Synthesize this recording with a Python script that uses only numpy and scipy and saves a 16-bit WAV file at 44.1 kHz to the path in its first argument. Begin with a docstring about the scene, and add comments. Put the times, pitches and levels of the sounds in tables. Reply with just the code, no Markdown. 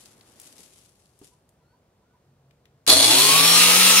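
"""Angle grinder starting in a garden

Over a quiet garden and a far bird, a man rustles up to a grinder clamped on a stone bench by a wall,
grips it with clicks and a bump, and switches it on. Torque pulses at twice the mains frequency rattle
the gears, whose impacts ring the housing. As the slotted disc spins up the rattle eases, and rushing
air, disc hum and motor whine take over."""
import sys
import numpy as np
from scipy import signal
from scipy.fft import rfft, irfft
from scipy.io import wavfile
from scipy.ndimage import uniform_filter1d

SR = 44100
rng = np.random.default_rng(int(sys.argv[2]) if len(sys.argv) > 2 else 0)


def to_wav(s):
    """Save 16-bit WAV."""
    ch = np.atleast_2d(s).T  # columns
    pcm = np.round(np.clip(ch, -1, 1) * 32767)  # PCM
    wavfile.write(sys.argv[1], SR, pcm.astype(np.int16))


N = 176400
T, F = np.arange(N) / SR, np.arange(N // 2 + 1) * SR / N + 1e-3
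START_S, START_RISE_S, TORQUE_HZ, CHATTER_HZ = 2.874, 0.0029, 120, 48
GEAR_RATIO, ARMATURE_SLOTS, DISC_SLOTS = 30 / 11, 12, 7
# phase difference between the channels (frequency [Hz], lead of the left [rad])
PHASE_LEAD = [(200, 0), (1210, 1.02), (2300, 0.42), (4700, 2.0), (8000, 3)]
# level difference between the channels (frequency [Hz], left minus right [dB])
BALANCE = [(110, 1.5), (200, -3), (380, 1.5), (1290, -1.5), (4400, -1), (8300, 7.5), (13000, 2.5)]


def undb(db):
    """Amplitude ratio of a level in decibels."""
    return 10 ** (np.asarray(db) / 20)


def unit(x):
    """Normalisation to rms 1."""
    return x / np.sqrt(np.mean(x ** 2))


def noise(channels=2):
    """Uncorrelated white noises."""
    return rng.standard_normal((channels, N))


def per_hz(points):
    """Interpolation of (frequency [Hz], value) points on a logarithmic axis."""
    hz, value = np.array(points, float).T
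    return np.interp(np.log(F), np.log(np.maximum(hz, 1)), value)


def colour(x, gain):
    """Spectral shaping by a gain per frequency, to rms 1."""
    return unit(irfft(rfft(x) * gain, N))


def resonance(hz, width_hz):
    """Frequency response of a damped oscillator."""
    return 1 / (1 + 1j * (F ** 2 - hz ** 2) / (F * width_hz))


def walk(hz):
    """Low-pass noise: a smooth random wander of rms 1."""
    return colour(noise(channels=1)[0], np.exp(-(F / hz) ** 2))


def pan(db):
    """Left and right gains for a level difference."""
    return undb(np.array([[.5], [-.5]]) * db)


def grains(per_s, spread_db):
    """A Poisson train of tiny impacts of uneven size."""
    impacts = (rng.random(N) < per_s / SR) * rng.choice([-1, 1], N)
    return impacts * undb(spread_db * np.minimum(rng.exponential(size=N), 5))


def fade(start, t60):
    """Free decay: a sudden onset, then 60 dB down in t60 seconds."""
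    return (T >= start) * undb(-60 * np.maximum(T - start, 0) / t60)


def stereo(x):
    """Partial coherence: two unrelated sounds become a partly alike left and right with a flat sum."""
    # likeness of the channels (frequency [Hz], coherence [0-1])
    coherence = [(250, 2), (640, 0.7), (5000, 0.32), (15000, 0.12)]
    like = np.clip(per_hz(coherence), 0, .99)
    gain = pan(per_hz(BALANCE)) * np.exp(np.array([[.5j], [-.5j]]) * per_hz(PHASE_LEAD))
    shared, apart = gain * np.sqrt(1 + like), gain * np.sqrt(1 - like) * np.array([[1], [-1]])
    a, b = rfft(x)
    return irfft((a * shared + b * apart) / np.hypot(abs(shared.mean(0)), abs(apart.mean(0))), N)


def yard(x, scatter_db=-5):
    """Specular reflection from the wall and diffuse scattering from bench and plants."""
    wall_s, wall_db, size = .008, -18, SR // 3
    response = unit(noise()[:, :size] * fade(wall_s, t60=0.24)[:size]) * undb(scatter_db) / np.sqrt(size)
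    response[:, 0] += 1
    response[:, int(wall_s * SR)] += undb(wall_db)
    return signal.fftconvolve(x, response, axes=1)[:, :N] / np.sqrt(np.sum(response ** 2) / 2)


def garden():
    """Ambient noise: a low outdoor murk and a far narrow-band hum that swells once."""
    # outdoor spectrum (frequency [Hz], relative density [dB])
    spectrum = [(22, -38), (45, -8.5), (133, -3.5), (284, -12.5), (486, -11.5), (1980, -29), (15800, -44)]
    murk = stereo(colour(noise(), undb(per_hz(spectrum)))) * undb(-65)
    hum = colour(noise(channels=1)[0], resonance(hz=137, width_hz=14) ** 2) * undb(-66)
    return murk + hum * np.exp(-((T - 2.48) / 0.35) ** 2)


def bird():
    """Frequency modulation: a far bird's short, arched hoots and thin rising whistles."""
    # hoots (time [s], level [dB])
    hoots = [(1.31, -69), (1.598, -75), (1.722, -68), (2.01, -75), (2.128, -69)]
    # whistles (time [s], level [dB], relative third harmonic [dB])
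    whistles = [(1.601, -80.5, -4), (2.001, -81, -22)]
    hoot_top_hz, hoot_s, whistle_top_hz, whistle_s = 1000, 0.041, 1530, 0.19
    out = 0
    for s, db in hoots:
        arch = np.sin(np.pi * np.clip((T - s) / hoot_s, 0, 1))
        hz = hoot_top_hz * (1 + 0.18 * (arch - 1))
        out = out + undb(db) * 2 * arch * np.sin(2 * np.pi * np.cumsum(hz) / SR)
    for s, db, third_db in whistles:
        along = np.clip((T - s) / whistle_s, 0, 1)
        hz = whistle_top_hz * (1 - 0.17 * (1 - along) ** 2 + .015 * walk(140))
        phase = 2 * np.pi * np.cumsum(hz) / SR
        tone = np.sin(phase) + undb(third_db) * np.sin(3 * phase)
        out = out + undb(db) * 2 * np.sin(np.pi * along) * tone
    return yard(out * np.ones((2, 1)))


def handling():
    """Friction and impact: steps and clothes rustle, the hands click and bump on the tool."""
    # swells of rustling (time [s], rise [s], decay [s], level [dB])
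    rustles = [(.02, 0.13, 0.13, -53.5), (.27, 0.052, 0.13, -61), (.46, 0.056, 0.056, -48),
               (0.604, 0.041, 0.083, -50), (.77, 0.1, 0.26, -60), (1.25, 0.035, 0.038, -54.5)]
    # rustle spectrum (frequency [Hz], relative density [dB])
    spectrum = [(530, -42), (900, -15), (2580, -2), (8270, 1), (11000, 1), (15800, -25)]
    # sharp clicks (time [s], level [dB], centre [Hz])
    clicks = [(0.057, -41.5, 4800), (0.2099, -47, 3700), (0.399, -37, 8240), (.416, -41, 8380),
              (0.5813, -45, 5100), (1.057, -56.5, 4500), (1.19, -53, 9300), (1.491, -55, 8700),
              (2.5095, -57, 2490), (2.655, -51.5, 2850)]
    # dull bumps (time [s], level [dB], centre [Hz])
    bumps = [(0.593, -46.5, 270), (1.215, -44.5, 326)]
    power = sum((undb(db) * np.exp(-np.maximum((s - T) / rise, (T - s) / decay))) ** 2
                for s, rise, decay, db in rustles)
    crackle = np.array([grains(per_s=8500, spread_db=4.5) for _ in range(2)])
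    out = colour(crackle, undb(per_hz(spectrum))) * np.sqrt(power) * undb(2.3 * walk(60)) * pan(5)
    click_noise, bump_noise = noise(), stereo(noise())
    for s, db, hz in clicks:
        out += colour(click_noise, resonance(hz, .5 * hz)) * undb(db) * fade(s, t60=.022) * pan(5)
    for s, db, hz in bumps:
        out += colour(bump_noise, resonance(hz, 0.8 * hz) ** 2) * undb(db) * fade(s, t60=0.095)
    shuffle = colour(stereo(noise()), resonance(hz=297, width_hz=330)) * undb(-61)
    out += shuffle * np.clip(2 * (1 - T), 0, 1)  # gone after the first second
    return yard(out, scatter_db=-10)


def switch():
    """Impact transient: the switch snaps over in a broad, fast-decaying burst."""
    burst = stereo(colour(noise(), resonance(hz=2600, width_hz=3700)))
    return burst * undb(-26) * fade(start=2.8655, t60=0.04)


def flicker(x):
    """Random amplitude modulation: narrow patches of the treble swell and fade independently."""
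    depth_db, above_hz = 1.7, 2200
    hz, _, bands = signal.stft(x, SR, nperseg=512)
    field = rng.standard_normal(bands.shape[1:])
    for _ in range(2):
        field = uniform_filter1d(uniform_filter1d(field, size=3, axis=0), size=14, axis=1)
    gain = undb(depth_db * unit(field) * (hz[:, None] > above_hz))
    return signal.istft(bands * gain, SR)[1][:, :N]


def brushes(share, torque):
    """Sparking: the brushes sizzle most part-way up, where both current and speed are high."""
    sparks = colour(yard(torque * noise()), resonance(hz=9500, width_hz=3000) ** 2)
    return sparks * undb(-15) * share ** 2 * np.sqrt(np.maximum(1 - share, 0))


def gears(share, torque):
    """Impact excitation: teeth knock with each torque pulse and ring the housing, less so at speed."""
    # rattle spectrum (frequency [Hz], relative density [dB])
    spectrum = [(35, -55), (62, -41), (113, -11.5), (227, -14), (280, 3), (353, -9), (416, -2), (745, -4.5),
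                (1720, -12.5), (4180, -7), (5660, -11.5), (10400, -6.5), (15800, -30.5)]
    # modes of the gear housing (frequency [Hz], bandwidth [Hz], relative level [dB])
    modes = [(3413, 9.6, 1), (3890, 370, 1), (4243, 230, 2), (5440, 30, -13)]
    # jolts as the gears take up their slack (time [s], lift [dB])
    jolts = [(2.904, 4), (2.927, 3.5), (3.05, 2.5), (3.115, 4)]
    knocks = yard(torque * np.array([grains(per_s=3500, spread_db=3) for _ in range(2)]))
    housing = sum(undb(db) * resonance(hz, width) / np.sqrt(width) for hz, width, db in modes)
    rattle = undb(-18.2) * colour(knocks, undb(per_hz(spectrum))) + undb(-20.5) * colour(knocks, housing)
    easing_db = -9.3 * share ** 2
    jolt_db = sum(db * np.exp(-((T - s) / 0.0097) ** 2) for s, db in jolts)
    chatter_db = 1.6 * colour(noise(channels=1)[0], resonance(CHATTER_HZ, CHATTER_HZ / 2))
    return rattle * undb(easing_db + jolt_db + chatter_db)


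def air(share, turns):
    """Flow noise: air from fan and disc, chopped by the disc's slots, grows as a power of speed."""
    # flow spectrum (frequency [Hz], relative density [dB])
    spectrum = [(35, -52), (60, -26), (139, -50), (180, -17), (227, -18), (425, -14.5), (537, -23),
                (817, -10.5), (1270, -7.5), (1530, -11.5), (2750, -2.5), (7150, -11.5), (9240, -9.5),
                (15800, -18.5)]
    chop = 1 + 0.4 * np.cos(2 * np.pi * DISC_SLOTS * turns)
    rush = stereo(colour(yard(noise() * chop), undb(per_hz(spectrum))))
    return rush * undb(-16.5 + 0.71 * walk(28)) * share ** 2.2


def whine(speed, share, turns):
    """Rotational orders: unbalance, motor shaft, disc slots and armature slots sing through resonances."""
    # tones, each lifted near a resonance of the tool
    # (order [cycles per disc turn], base level [dB], resonance [Hz], half-width [Hz], lift [dB])
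    tones = [(1, -38.5, 200, 55, 5), (GEAR_RATIO, -39.5, 315, 62, 14), (7, -32.5, 1115, 60, 9),
             (GEAR_RATIO * ARMATURE_SLOTS, -38.5, 5530, 240, 17), (48.5, -45, 8950, 150, 14),
             (2 * GEAR_RATIO * ARMATURE_SLOTS, -52, 9350, 500, 25),
             (3 * GEAR_RATIO * ARMATURE_SLOTS, -52, 13950, 700, 23)]
    out = 0
    for order, db, peak_hz, width_hz, lift_db in tones:
        rough = .3 * (order % 1 > 0)  # tones from behind the gears shake; the disc's own stay clean
        hz = order * speed
        level = undb(db + lift_db / (1 + ((hz - peak_hz) / width_hz) ** 2) + 1.6 * walk(6.8))
        lead = np.array([[.5], [-.5]]) * np.minimum(np.interp(hz, F, per_hz(PHASE_LEAD)), 1)
        sides = pan(np.interp(hz, F, per_hz(BALANCE)))
        shake = (1 + rough * walk(CHATTER_HZ)) / np.hypot(1, rough)
        phase = 2 * np.pi * order * turns + rough * walk(CHATTER_HZ)
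        out = out + np.sqrt(2) * level * shake * sides * np.sin(phase + lead)
    return out * share


def disc_ring(turns):
    """Natural vibration: the disc's own ring, a narrow band of noise, climbs as it spins."""
    rest_hz, cycles_per_turn, width_hz = 6160, 3.3, 28
    phase = 2 * np.pi * (rest_hz * T + cycles_per_turn * turns)
    ring = [walk(width_hz) * np.sin(phase) + walk(width_hz) * np.cos(phase) for _ in range(2)]
    return undb(-34.5) * np.array(ring)


def grinder():
    """Forced vibration: once switched on, the motor spins up, pulsing at twice the mains frequency."""
    # run-up of the disc (time [s], speed [turns/s])
    run_up = [(2.87, 74), (3.09, 120), (3.19, 141), (3.28, 152.2), (3.38, 161.4), (3.48, 168.5),
              (3.6, 175.4), (3.8, 183.3), (3.97, 187.6)]
    speed = np.interp(T, *np.array(run_up).T)
    share, turns = speed / speed.max(), np.cumsum(speed) / SR  # fraction of top speed, disc angle
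    running = np.clip((T - START_S) / START_RISE_S, 0, 1)
    pulse_depth = np.clip(0.39 * (1.4 - share), 0, 1)
    torque = 1 + pulse_depth * np.cos(2 * np.pi * TORQUE_HZ * (T - START_S - START_RISE_S))
    snap = switch()
    roar = flicker(stereo(gears(share, torque) + brushes(share, torque)) + air(share, turns))
    mains_hum = undb(-52) * np.sin(2 * np.pi * TORQUE_HZ * T)
    return snap + running * (roar + whine(speed, share, turns) + disc_ring(turns) + mains_hum)


def scene():
    """Superposition of garden, bird, handling and grinder."""
    return garden() + bird() + handling() + grinder()


def record(dry):
    """Saturation and band limiting: peaks clip at full scale and a steep low-pass cuts the top."""
    top_hz = 15700
    return signal.sosfilt(signal.ellip(10, .2, 80, top_hz, fs=SR, output="sos"), np.clip(dry, -1, 1))


dry = scene()
out = record(dry)
to_wav(out)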